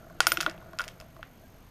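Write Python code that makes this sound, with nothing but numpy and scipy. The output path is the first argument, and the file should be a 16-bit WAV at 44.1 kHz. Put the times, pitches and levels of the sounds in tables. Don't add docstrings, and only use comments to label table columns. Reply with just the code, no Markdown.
import sys
import numpy as np
from scipy import signal
from scipy.io import wavfile
from scipy.ndimage import uniform_filter1d

SR = 44100
rng = np.random.default_rng(int(sys.argv[2]) if len(sys.argv) > 2 else 0)


def store_wav(level_fs):
    pcm = np.round(np.clip(np.atleast_2d(level_fs), -1, 1) * 32767)
    wavfile.write(sys.argv[1], SR, pcm.T.astype(np.int16))


def attenuation_scalar(level_db):
    decades = np.asarray(level_db, float) / 20
    return 10 ** decades


N = 74970

# pitch in Hz, level in dB, time to die by 60 dB in seconds.
FRAME_MODES = [(650, -2, .05), (335, -8, .1), (168, -4, .06), (1400, -7, .012)]


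def rms_one(x):
    return x / np.sqrt(np.mean(x ** 2) + 1e-20)


def drift(rate_hz):
    r = np.exp(-2 * np.pi * rate_hz * 40 / SR)
    noise = rng.standard_normal(N // 40 + 2002)
    slow = signal.lfilter([1], [1, -2 * r, r * r], noise)[2000:]
    return np.interp(np.arange(N) / 40, np.arange(len(slow)), rms_one(slow))


def band(x, low_hz, high_hz):
    return signal.sosfilt(signal.butter(2, [low_hz, high_hz], "band", fs=SR, output="sos"), x)


def ring(clicks, hz, t60):
    r = 1000 ** (-1 / (t60 * SR))
    w = 2 * np.pi * hz / SR
    return signal.lfilter([0, np.sin(w)], [1, -2 * r * np.cos(w), r * r], clicks + 1e-18)


def strike(s, db, modes):
    rebound_s, rebound_db, spread_db = .0006, -8, 2.0
    out = np.zeros(N)
    luck = rng.standard_normal((len(s), 2 * len(modes)))
    for k, (hz, mode_db, t60) in enumerate(modes):
        clicks = np.zeros(N)
        for j in range(2):
            at = ((s + j * rebound_s) * SR).astype(int)
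            strength_db = db + mode_db + j * rebound_db + spread_db * luck[:, 2 * k + j]
            np.add.at(clicks, at, attenuation_scalar(strength_db))
        out += ring(clicks, hz, t60)
    return out


def floor():
    # pitch in Hz, level in dB per Hz.
    rumble_hiss = [(12, -28), (20, 0.5), (80, -7.5), (121, -5.5), (337, -17), (398, -18), (1880, -28),
                   (13100, -45), (15000, -38)]
    edges = 18 * 2 ** np.arange(0, 10.1, .5)
    white = rng.standard_normal((2, N + SR // 2))
    hz, db = np.transpose(rumble_hiss)
    out = 0
    for k, (low, high) in enumerate(zip(edges, np.minimum(edges[1:], .45 * SR))):
        level_db = np.interp(np.log(low * high) / 2, np.log(hz), db) + 1.0 * drift(5.8)
        out = out + attenuation_scalar(level_db) * band(white[k % 2], low, high)[-N:]
    return attenuation_scalar(-52.5) * rms_one(out)


def whine():
    # pitch in Hz, level in dB.
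    pulsed_tones = [(12880, -65), (6445, -70)]
    # pitch in Hz, level in dB.
    steady_tones = [(8772, -82), (7312, -90)]
    pulses_per_s, first_s, on_s = 48.0, .0197, .0075
    t = np.arange(N) / SR
    cycle, since = np.divmod(t - first_s + 1 / pulses_per_s, 1 / pulses_per_s)
    gate = uniform_filter1d(1. * (since < on_s), size=30)
    phase = rng.normal(0, 0.84, 200)[cycle.astype(int)]

    def tones(rows, t, phase):
        return sum(attenuation_scalar(db) * np.sin(2 * np.pi * hz * t + phase) for hz, db in rows)

    return gate * tones(pulsed_tones, since, phase) + tones(steady_tones, t, 0)


def hand():
    # time in seconds, level in dB.
    grip = [
        (0.0, -53),
        (0.104, -55),
        (0.358, -48.5),
        (0.44, -49.5),
        (0.904, -55.5),
        (1.088, -66),
        (1.198, -66),
        (1.548, -72),
        (1.7, -101),
    ]
    slips_per_s, rub_db = 900, -1
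    s, db = np.transpose(grip)
    slips = (rng.random(N) < slips_per_s / SR) * rng.standard_normal(N)
    hum = 0
    for hz, mode_db, t60 in FRAME_MODES:
        hum = hum + attenuation_scalar(mode_db) * rms_one(band(ring(slips, hz, t60), hz / 2, hz * 2))
    return attenuation_scalar(np.interp(np.arange(N) / SR, s, db) + rub_db) * hum


def squeak():
    # start in seconds, length in seconds, pitch in Hz, level in dB.
    hinge_tone = (1.425, .06, 1610, -63)
    start, length, hz, db = hinge_tone
    t = np.arange(N) / SR
    swell = np.sin(np.pi * np.clip((t - start) / length, 0, 1))
    return attenuation_scalar(db + 2 * drift(40)) * swell * np.sin(2 * np.pi * hz * t)


def thuds():
    # start in seconds, level in dB, lower mode in dB, upper mode in dB (both added to the level).
    blows = [(0.064, -41, -12, 3.5), (0.105, -34, -26, 4.5), (0.205, -40, -2, -20),
             (0.271, -26.5, -5.5, -18), (0.321, -39.5, 9, -8), (0.374, -45, 15, -12), (0.413, -37, -8, -12),
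             (0.467, -20.5, -6.5, -15), (0.477, -18, -7.5, 2), (0.578, -45.5, 2.5, -7),
             (0.624, -39, -11, 2), (0.733, -33, -11, 4), (0.796, -35.5, -10, 0), (0.866, -38, -12, -12),
             (0.921, -46.5, -8, -15), (1.004, -37.5, -14, -4), (1.02, -36, -10.5, 1), (1.039, -41, -20, -5),
             (1.057, -41.5, -16, -14), (1.164, -38.5, -12, 8), (1.192, -39, -9, -1), (1.407, -44, -15, -14),
             (1.434, -46, -9, -18), (1.549, -43.5, -12, -22)]
    # pitch in Hz, level in dB, time to die by 60 dB in seconds.
    upper_mode = (1085, -5, 0.012)
    soft_hz = 540
    s, db, low_db, high_db = np.transpose(blows)
    modes = [FRAME_MODES[0], FRAME_MODES[1], upper_mode]
    out = 0
    for mode, part_db in zip(modes, [db, db + low_db, db + high_db]):
        hz = mode[0]
        swell = ring(strike(s, part_db, [mode]), hz, 7 / soft_hz) * 2 * soft_hz / SR
        out = out + band(swell, hz * .7, hz * 1.4) * attenuation_scalar(2.5 * drift(50))
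    return out


def hits():
    # start in seconds, peak in dB, then body, brightness and fastener ring
    # in dB added to the peak.
    seal_snaps = [(0.0986, -63.5, 11.5, -2, -5), (0.2039, -10, -3.5, -6.5, -28.5),
                  (0.2681, -8, -9, -8, -11), (0.3184, -15.5, -5.5, -7.5, -9.5), (0.3714, -18, -8, -13, -23),
                  (0.4038, -17.5, -8.5, -12.5, -17), (0.4092, -18, -16.5, -6, -18),
                  (0.4131, -29, -5, -32, -42), (0.4239, -27.5, -21, -9.5, -22),
                  (0.4291, -33, 1.5, -2.5, -31), (0.4626, -18.5, -1, -31, -32),
                  (0.4965, -32.5, -8.5, -9, -29), (0.5114, -39.5, -6.5, -11, -27),
                  (0.578, -46.5, -6, -17, -25), (0.614, -58.5, 10, -17, -16)]
    # start in seconds, peak in dB, then body, brightness and
    # fastener ring in dB added to the peak.
    loose_rattles = [(0.732, -48, 0.5, -8, -23), (0.7872, -25, -10.5, -8.5, -22),
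                     (0.7942, -25.5, -1.5, -16.5, -19), (0.7977, -35, -4.5, -28, -23),
                     (0.8049, -27.5, 2, -16, -39), (0.8084, -39.5, -1, -12, -22),
                     (0.8157, -37, 4, -1.5, -13), (0.8391, -33, -17, -10.5, -14),
                     (0.8454, -39, -18, -10, -27), (0.8791, -30.5, -26, -9, -21),
                     (0.8856, -32, -24, -15, -30), (1.0003, -39, -13.5, -7.5, -19),
                     (1.011, -39.5, -14, -9, -29), (1.1643, -57, 8.5, -12, -13),
                     (1.2285, -33, -1.5, -25, -42)]
    s, db, body_db, bright_db, ring_db = np.transpose(list(seal_snaps) + list(loose_rattles))
    lag_s = .0007
    return s + lag_s, db + body_db + 8, db + 6, db + bright_db + 16, db + ring_db + 22


def cabin():
    # low limit in Hz, high limit in Hz, crack in dB, cabin in dB, echo time to die by 60 dB in seconds.
    echo_bands = [(463, 960, -19.5, -39.5, 0.66), (1050, 2200, -12.5, -30, 0.31),
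                  (2090, 3740, -32.5, -31.5, 0.2), (4200, 6530, -17.5, -36, 0.21),
                  (7410, 10000, -37.5, -39.5, 0.16), (10400, 27000, -32, -49, .13)]
    crack_t60_s, rise_s = 0.017, 0.012
    s, body_db, mid_db, bright_db, _ = hits()
    per_t60 = 6 * np.log(10)

    def fade(power, seconds):
        return signal.lfilter([1], [1, -np.exp(-1 / (seconds * SR))], power + 1e-18)

    out = 0
    for k, (low, high, crack_db, cabin_db, t60) in enumerate(echo_bands):
        hit_db = (body_db, body_db, mid_db, bright_db)[min(k, 3)]
        power = np.zeros(N)
        np.add.at(power, (s * SR).astype(int), attenuation_scalar(2 * hit_db))
        crack = fade(power, crack_t60_s / per_t60)
        late = np.maximum(fade(power, t60 / per_t60) - fade(power, rise_s / 2), 0)
        level = attenuation_scalar(2 * crack_db) * crack + attenuation_scalar(2 * cabin_db) * late
        noise = band(rng.standard_normal(N), low, min(high, .4 * SR))
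        noise = band(noise, .8 * low, min(1.2 * high, .45 * SR))
        out = out + np.sqrt(np.abs(level)) * rms_one(noise)
    return out


def knocks():
    # pitch in Hz, level in dB, time to die by 60 dB in seconds.
    body_modes = [(1440, -4, .026), (1120, -21, .008), (1800, -17, .008)]
    mid_modes = [(2290, -22, 0.015), (2652, -9, 0.014), (3143, -7.5, 0.0051), (3660, -23, 0.011)]
    edge_modes = [(5120, -19, 0.0094), (5464, -17.5, 0.0099), (7060, -15, 0.0046), (7640, -31, 0.0086),
                  (9070, -20, .006)]
    fastener_modes = [(10365, -30, .06), (11470, -42, .06), (12130, -42, .06), (13915, -32, .15),
                      (13860, -36, .08)]
    s, body_db, mid_db, bright_db, ring_db = hits()
    held = s >= 1.1
    free = ~held
    damped = [(hz, db - 0.5, t60 * .3) for hz, db, t60 in body_modes]
    dull = strike(s[free], body_db[free], body_modes) + strike(s[held], body_db[held], damped)
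    dull = dull + strike(s, mid_db, mid_modes)
    dull = signal.sosfilt(signal.butter(2, 4420, fs=SR, output="sos"), dull)
    near = dull + strike(s, bright_db, edge_modes)
    near = signal.sosfilt(signal.butter(4, 880, "high", fs=SR, output="sos"), near)
    return near + strike(s, ring_db, fastener_modes) * attenuation_scalar(3.0 * drift(90))


def scene():
    background = floor() + whine()
    handling = hand() + squeak() + thuds()
    return (background + handling + cabin() + knocks())[None]


def roll_off(x):
    return signal.sosfilt(signal.butter(12, 16550, fs=SR, output="sos"), x)


def record(dry):
    mix = signal.sosfilt(signal.butter(12, 14200, fs=SR, output="sos"), dry)
    return roll_off(mix)


dry = scene()
out = record(dry)
store_wav(out)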